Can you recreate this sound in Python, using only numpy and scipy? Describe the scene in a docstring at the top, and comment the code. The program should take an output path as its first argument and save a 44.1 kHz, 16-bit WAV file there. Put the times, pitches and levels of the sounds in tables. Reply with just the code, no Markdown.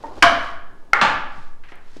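"""A wooden ball drops onto a toy tower's ramps in a garage: each knock rings a wooden part's modes as decaying
sines, with filtered noise for its dense overtones, near-wall echoes and the diffuse room. Between knocks
the ball rolls almost silently, as faint rough noise. Small contacts tick and thump, clothes rustle in grainy
noise as someone steps away, and stirred air rumbles under a steady room tone. The loudest peaks overload
the microphone, as a soft limit that flattens them."""
import sys
import numpy as np
from scipy import signal
from scipy.fft import rfft, irfft, next_fast_len
from scipy.io import wavfile
from scipy.ndimage import map_coordinates

SR = 44100
rng = np.random.default_rng(int(sys.argv[2]) if len(sys.argv) > 2 else 0)


def to_wav(sig):
    """Store sig (one row per channel, or 1-D mono) as 16-bit WAV at the path in sys.argv[1].

    Samples outside -1..1 are clipped; the rate is SR.
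    """
    pcm = np.clip(np.atleast_2d(sig), -1, 1) * 32767
    pcm = np.round(pcm).astype(np.int16)
    wavfile.write(sys.argv[1], SR, pcm.T)  # frames by channels


N = 88200
ATTACK_S = 0.00049  # time constant of every blow's rise

# Modes of each struck part, named by the list of knocks.
# Each row: frequency in Hz, relative level in dB, t60 of the tail in s.
TOP_RAMP = [(289, -5.5, 0.37), (589, -11.5, 0.34), (897.5, 0, 0.33), (915, -1, 0.26), (975, -11.5, .25),
            (1857, -15.5, 0.22)]
UPPER_RAMP = [(267.2, -18, 0.52), (682.7, 2, 0.63), (1013, -2, 0.43), (1110, -3, 0.75), (1204, 0, 0.67),
              (1420, -10.5, .22), (1663, -8, .3), (1617, 0.5, .38), (1690, -13.5, 1), (2236, -0.5, .12),
              (2242, 0.5, 0.058), (2420, -16.5, 0.58), (3013, -9.5, 0.36), (3236, -20, 0.67),
              (3820, -15, .3), (5235, -23, .33), (6070, -22, 0.45), (7770, -31, .35)]
POST = [(827, -14, 0.039), (1368, 0.5, 0.031), (2127, 0, 0.03)]
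LOWER_RAMP = [(558.4, -12, 0.83), (843, -9, 0.62), (899, -4.5, 0.57), (1142, -5, 0.92), (1191, 2, 0.79),
              (1278, -6, 0.3), (1300, -14, 0.58), (1675, -9.5, 0.87), (1716, -3.5, 0.7), (2098, -15, 0.12),
              (2731, -2.5, 0.24), (3450, -16, 0.49), (4183, -11, 0.35), (4570, -30.5, 0.45)]
# Spectrum of each part's dense overtones. Each row: frequency in Hz, relative density in dB per Hz.
TOP_COLOUR = [(59, -50), (100, -13.5), (220, -15), (286, -7), (755, -2.5), (909, 0.5), (1690, -21),
              (4000, -50), (5200, -76), (8800, -120)]
UPPER_COLOUR = [(35, -51.5), (70, -23.5), (115, -19), (160, -34), (270, -13), (400, -25), (540, -16.5),
                (690, -9), (870, -17), (1050, -8), (1650, -7), (1950, -16.5), (2300, -13), (2680, -25),
                (3000, -13), (3500, -24.5), (4500, -26), (5800, -30.5), (6400, -36), (10000, -47.5),
                (16000, -69)]
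POST_COLOUR = [(40, -63.5), (150, -32), (350, -16.5), (530, -13.5), (650, -19), (830, -6), (1000, -9),
               (1380, -1), (1750, -6.5), (2130, -6.5), (2450, -17.5), (3200, -26.5), (7500, -44.5),
               (15000, -67)]
LOWER_COLOUR = [(35, -41), (95, -20), (170, -18), (285, -11), (410, -19.5), (560, -13), (700, -11),
                (870, -2), (1000, -9), (1300, -5.5), (1650, -7), (1850, -12), (2700, -13), (3600, -19.5),
                (5800, -31), (7200, -34), (10000, -49.5), (16000, -76)]


def amp(db):
    """Amplitude ratio of a level: 20 dB for each factor of ten."""
    return 10 ** (np.asarray(db) / 20)


def unit(x):
    """Normalisation of a signal to rms 1."""
    return x / np.sqrt(np.mean(x ** 2) + 1e-20)


def along(points, hz):
    """Interpolation of (Hz, value) points on a logarithmic frequency axis."""
    f, v = np.transpose(points)
    return np.interp(np.log(hz + 1), np.log(f + 1), v)


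def filtered(x, response):
    """Linear filtering: the spectrum times a response of frequency, zero-padded against wrap-around."""
    m = next_fast_len(N + SR // 2)
    hz = np.fft.rfftfreq(m, 1 / SR)
    return irfft(rfft(x, m) * response(hz), m)[:N]


def noise(colour):
    """Spectral shaping of white noise into a given colour, at rms 1."""
    return unit(filtered(rng.standard_normal(N), lambda hz: amp(along(colour, hz))))


def clock():
    """Time axis: seconds at each sample."""
    return np.arange(N) / SR


def later(x, s):
    """Pure delay by s seconds."""
    return np.pad(x, (max(round(s * SR), 0), 0))[:N]


def wobble(rate):
    """Band-limited random modulation: a smooth curve through random knots, rate of them a second."""
    return map_coordinates(rng.standard_normal(2000), [clock() * rate], mode="wrap")


def struck(attack, t60):
    """Impulsive excitation of a damped body: a quick rise, then exponential decay."""
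    return (1 - np.exp(-clock() / attack)) * amp(-60 * clock() / t60)


def air():
    """Low-frequency pressure fluctuation: steady room tone, rumbling draughts and slow swells."""
    # Spectra. Each row: frequency in Hz, relative density in dB per Hz.
    floor_colour = [(30, -2), (60, -4.5), (120, -2.5), (200, -5), (350, -4), (600, -13.5), (850, -10.5),
                    (1200, -17.5), (2000, -23), (4000, -25), (8000, -32), (12000, -36), (16000, -50.5)]
    draught_colour = [(8, 6.5), (18, -8), (36, -7.5), (55, -17.5), (90, -25), (200, -47), (600, -95)]
    swell_colour = [(1, -0.5), (3.5, -0.5), (7, 7.5), (14, -15.5), (40, -63.5), (100, -120)]
    # Level of the draughts' rumble. Each row: time in s, level in dB.
    draught_level = [(0, -67), (0.19, -31), (0.26, -27.5), (0.42, -33), (0.6, -40.5), (0.749, -55),
                     (1.019, -68.5), (1.15, -41.5), (1.4, -40.5), (1.6, -43), (1.9, -50.5), (1.97, -35)]
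    floor_db, swell_db = -56.5, -29.5

    draught = amp(np.interp(clock(), *np.transpose(draught_level))) * noise(draught_colour)
    swells = amp(swell_db) * noise(swell_colour) * signal.windows.tukey(N, .1)  # faded at both ends
    return amp(floor_db) * noise(floor_colour) + draught + swells


def clothes():
    """Friction of fabric: coloured noise with random fast grain, in soft Gaussian swells."""
    # Brushes of cloth. Each row: centre in s, full width at 1/e in s, level in dB.
    rustles = [(0.054, .11, -53.5), (0.195, 0.14, -51), (.44, 0.2, -49), (1.388, 0.22, -55.5),
               (1.706, 0.049, -57), (1.912, 0.14, -58.5), (1.97, .05, -54.5)]
    # Spectrum of the fabric. Each row: frequency in Hz, relative density in dB per Hz.
    cloth_colour = [(300, -4), (1500, 3), (2800, -1), (4500, -1), (7000, -9.5), (10000, -17.5),
                    (15000, -36)]
    grain_db = 2

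    t = clock()
    level = np.zeros(N)
    for s, width, db in rustles:
        level += amp(db) * np.exp(-(2 * (t - s) / width) ** 2)
    grainy = amp(grain_db * wobble(330)) * noise(cloth_colour)
    return level * unit(grainy)


def rolling():
    """Rolling over a rough surface: low murmuring noise, its level modulated by the grain of the ramp."""
    # Rolls of the ball. Each row: start in s, end in s, level before the roughness in dB.
    rolls = [(0, 0.209, -44), (.3, 0.928, -53.5)]
    # Spectrum of the rolling. Each row: frequency in Hz, relative density in dB per Hz.
    roll_colour = [(60, -2.5), (180, -8), (300, -0.5), (500, -7.5), (900, -8.5), (1400, -19.5), (3000, -43),
                   (8000, -51.5)]
    rough_db = 2.5

    t = clock()
    level = np.zeros(N)
    for start, end, db in rolls:
        fade_in = np.clip((t - start) / .005, 0, 1)
        fade_out = np.clip((end - t) / .02, 0, 1)
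        level += amp(db) * fade_in * fade_out
    return level * amp(rough_db * wobble(45)) * noise(roll_colour)


def room(wash):
    """Diffuse reverberation: each band of the wash decays at its own rate after a short delay and build-up."""
    # Reverberation of the garage. Each row: frequency in Hz, t60 in s.
    decay = [(100, 0.93), (260, 0.63), (700, 0.74), (1500, 0.71), (3000, 0.62), (5000, 0.55), (8000, .4),
             (13000, 0.5)]
    delay_s, build_s = .004, 0.0032

    hz, t, z = signal.stft(wash, SR, nperseg=256)
    t60 = along(decay, hz)[:, None]
    tail = signal.istft(z * amp(-60 * t / t60), SR, nperseg=256)[1][:N]
    return later(tail * (1 - np.exp(-clock() / build_s)), delay_s)


def taps():
    """Damped impacts without resonance: ticks, scuffs and dull thumps as bursts of band-limited noise."""
    # Small contacts. Each row: start in s, level in dB, lower and upper band edge in Hz, t60 in s,
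    # room level relative to the tap in dB.
    contacts = [(1.077, -25, 45, 95, 0.054, -16), (1.375, -38, 97.5, 255, .06, -16.5),
                (1.636, -42, 1305, 2150, 0.061, -6.5), (1.685, -44, 1181, 2380, 0.094, -12),
                (1.719, -33, 294, 2090, 0.036, -11.5), (1.755, -52.5, 8850, 11400, .015, -27),
                (1.964, -26.5, 180, 360, 0.027, -22)]

    out = np.zeros(N)
    for s, db, low_hz, high_hz, t60, room_db in contacts:
        def band(hz):
            low_cut = 1 + (low_hz / (hz + 1)) ** 4
            high_cut = 1 + (hz / high_hz) ** 7
            return (low_cut * high_cut) ** -.5

        hit = unit(filtered(rng.standard_normal(N), band)) * struck(ATTACK_S, t60)
        wash = unit(filtered(rng.standard_normal(N), band))
        out += amp(db) * later(hit + amp(room_db) * room(wash), s)
    return out


def cracks():
    """Hard contact of wood on wood: its brief force excites a bright, quickly damped snap of noise."""
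    # Snaps at the start of loud knocks. Each row: start in s, level in dB.
    snaps = [(0.226, 0), (0.9332, -17.5), (1.0129, -12)]
    # Spectrum of the snap. Each row: frequency in Hz, relative density in dB per Hz.
    crack_colour = [(500, -40.5), (1500, -10.5), (2400, 4.5), (3500, -9), (5700, -9), (8000, -29),
                    (15000, -45)]
    t60_s = .022

    out = np.zeros(N)
    for s, db in snaps:
        out += later(amp(db) * noise(crack_colour) * struck(ATTACK_S, t60_s), s)
    return out


def ringing(modes):
    """Modal superposition: damped partials, each wavering on its own, under a brief stronger ring."""
    waver_db, waver_cycles, waver_per_s = 3, .11, 40  # level, phase and knot rate of the waver
    direct_db, direct_t60_s = 3, 0.13  # the wood's own brief ring, over the part that the room sustains

    out = np.zeros(N)
    for hz, db, t60 in modes:
        cycles = hz * clock() + rng.random() + waver_cycles * wobble(waver_per_s)
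        level = amp(db + waver_db * wobble(waver_per_s))
        out += level * np.sin(2 * np.pi * cycles) * struck(ATTACK_S, t60)
    return out * (1 + amp(direct_db - 60 * clock() / direct_t60_s))


def knocks():
    """Impact response: each blow excites modes and dense overtones; near walls and the room answer."""
    # Blows of the ball. Each row: start in s, modes, overtone colour, ring level in dB,
    # clatter level in dB, clatter t60 in s, room level in dB.
    blows = [(0.0378, TOP_RAMP, TOP_COLOUR, -34.5, -31, 0.071, -37),
             (0.2240, UPPER_RAMP, UPPER_COLOUR, -16.5, -6, 0.13, -10),
             (0.9327, POST, POST_COLOUR, -6.5, -13.5, 0.031, -15),
             (1.0138, LOWER_RAMP, LOWER_COLOUR, -21, -10, 0.091, -13)]
    # Early reflections. Each row: delay in s, level in dB.
    walls = [(0.0129, -14), (0.019, -19.5), (.029, -22)]

    out = np.zeros(N)
    for s, modes, colour, ring_db, clatter_db, t60, room_db in blows:
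        clatter = amp(clatter_db) * noise(colour) * struck(ATTACK_S, t60)
        direct = amp(ring_db) * ringing(modes) + clatter
        echoes = sum(amp(db) * later(direct, delay) for delay, db in walls)
        reverberation = amp(room_db) * room(noise(colour))
        out += later(direct + echoes + reverberation, s)
    return out


def scene():
    """Superposition of all pressures at one microphone."""
    return (knocks() + cracks() + taps() + rolling() + clothes() + air())[None]


def record(dry):
    """Saturation and band limiting: the loudest peaks flatten, then all above the top frequency is removed."""
    clip_top, hardness, top_hz = .95, 10, 16500
    overload = np.abs(dry[0] / clip_top) ** hardness
    flattened = dry[0] / (1 + overload) ** (1 / hardness)
    return filtered(flattened, lambda hz: hz < top_hz)[None]


dry = scene()
out = record(dry)
to_wav(out)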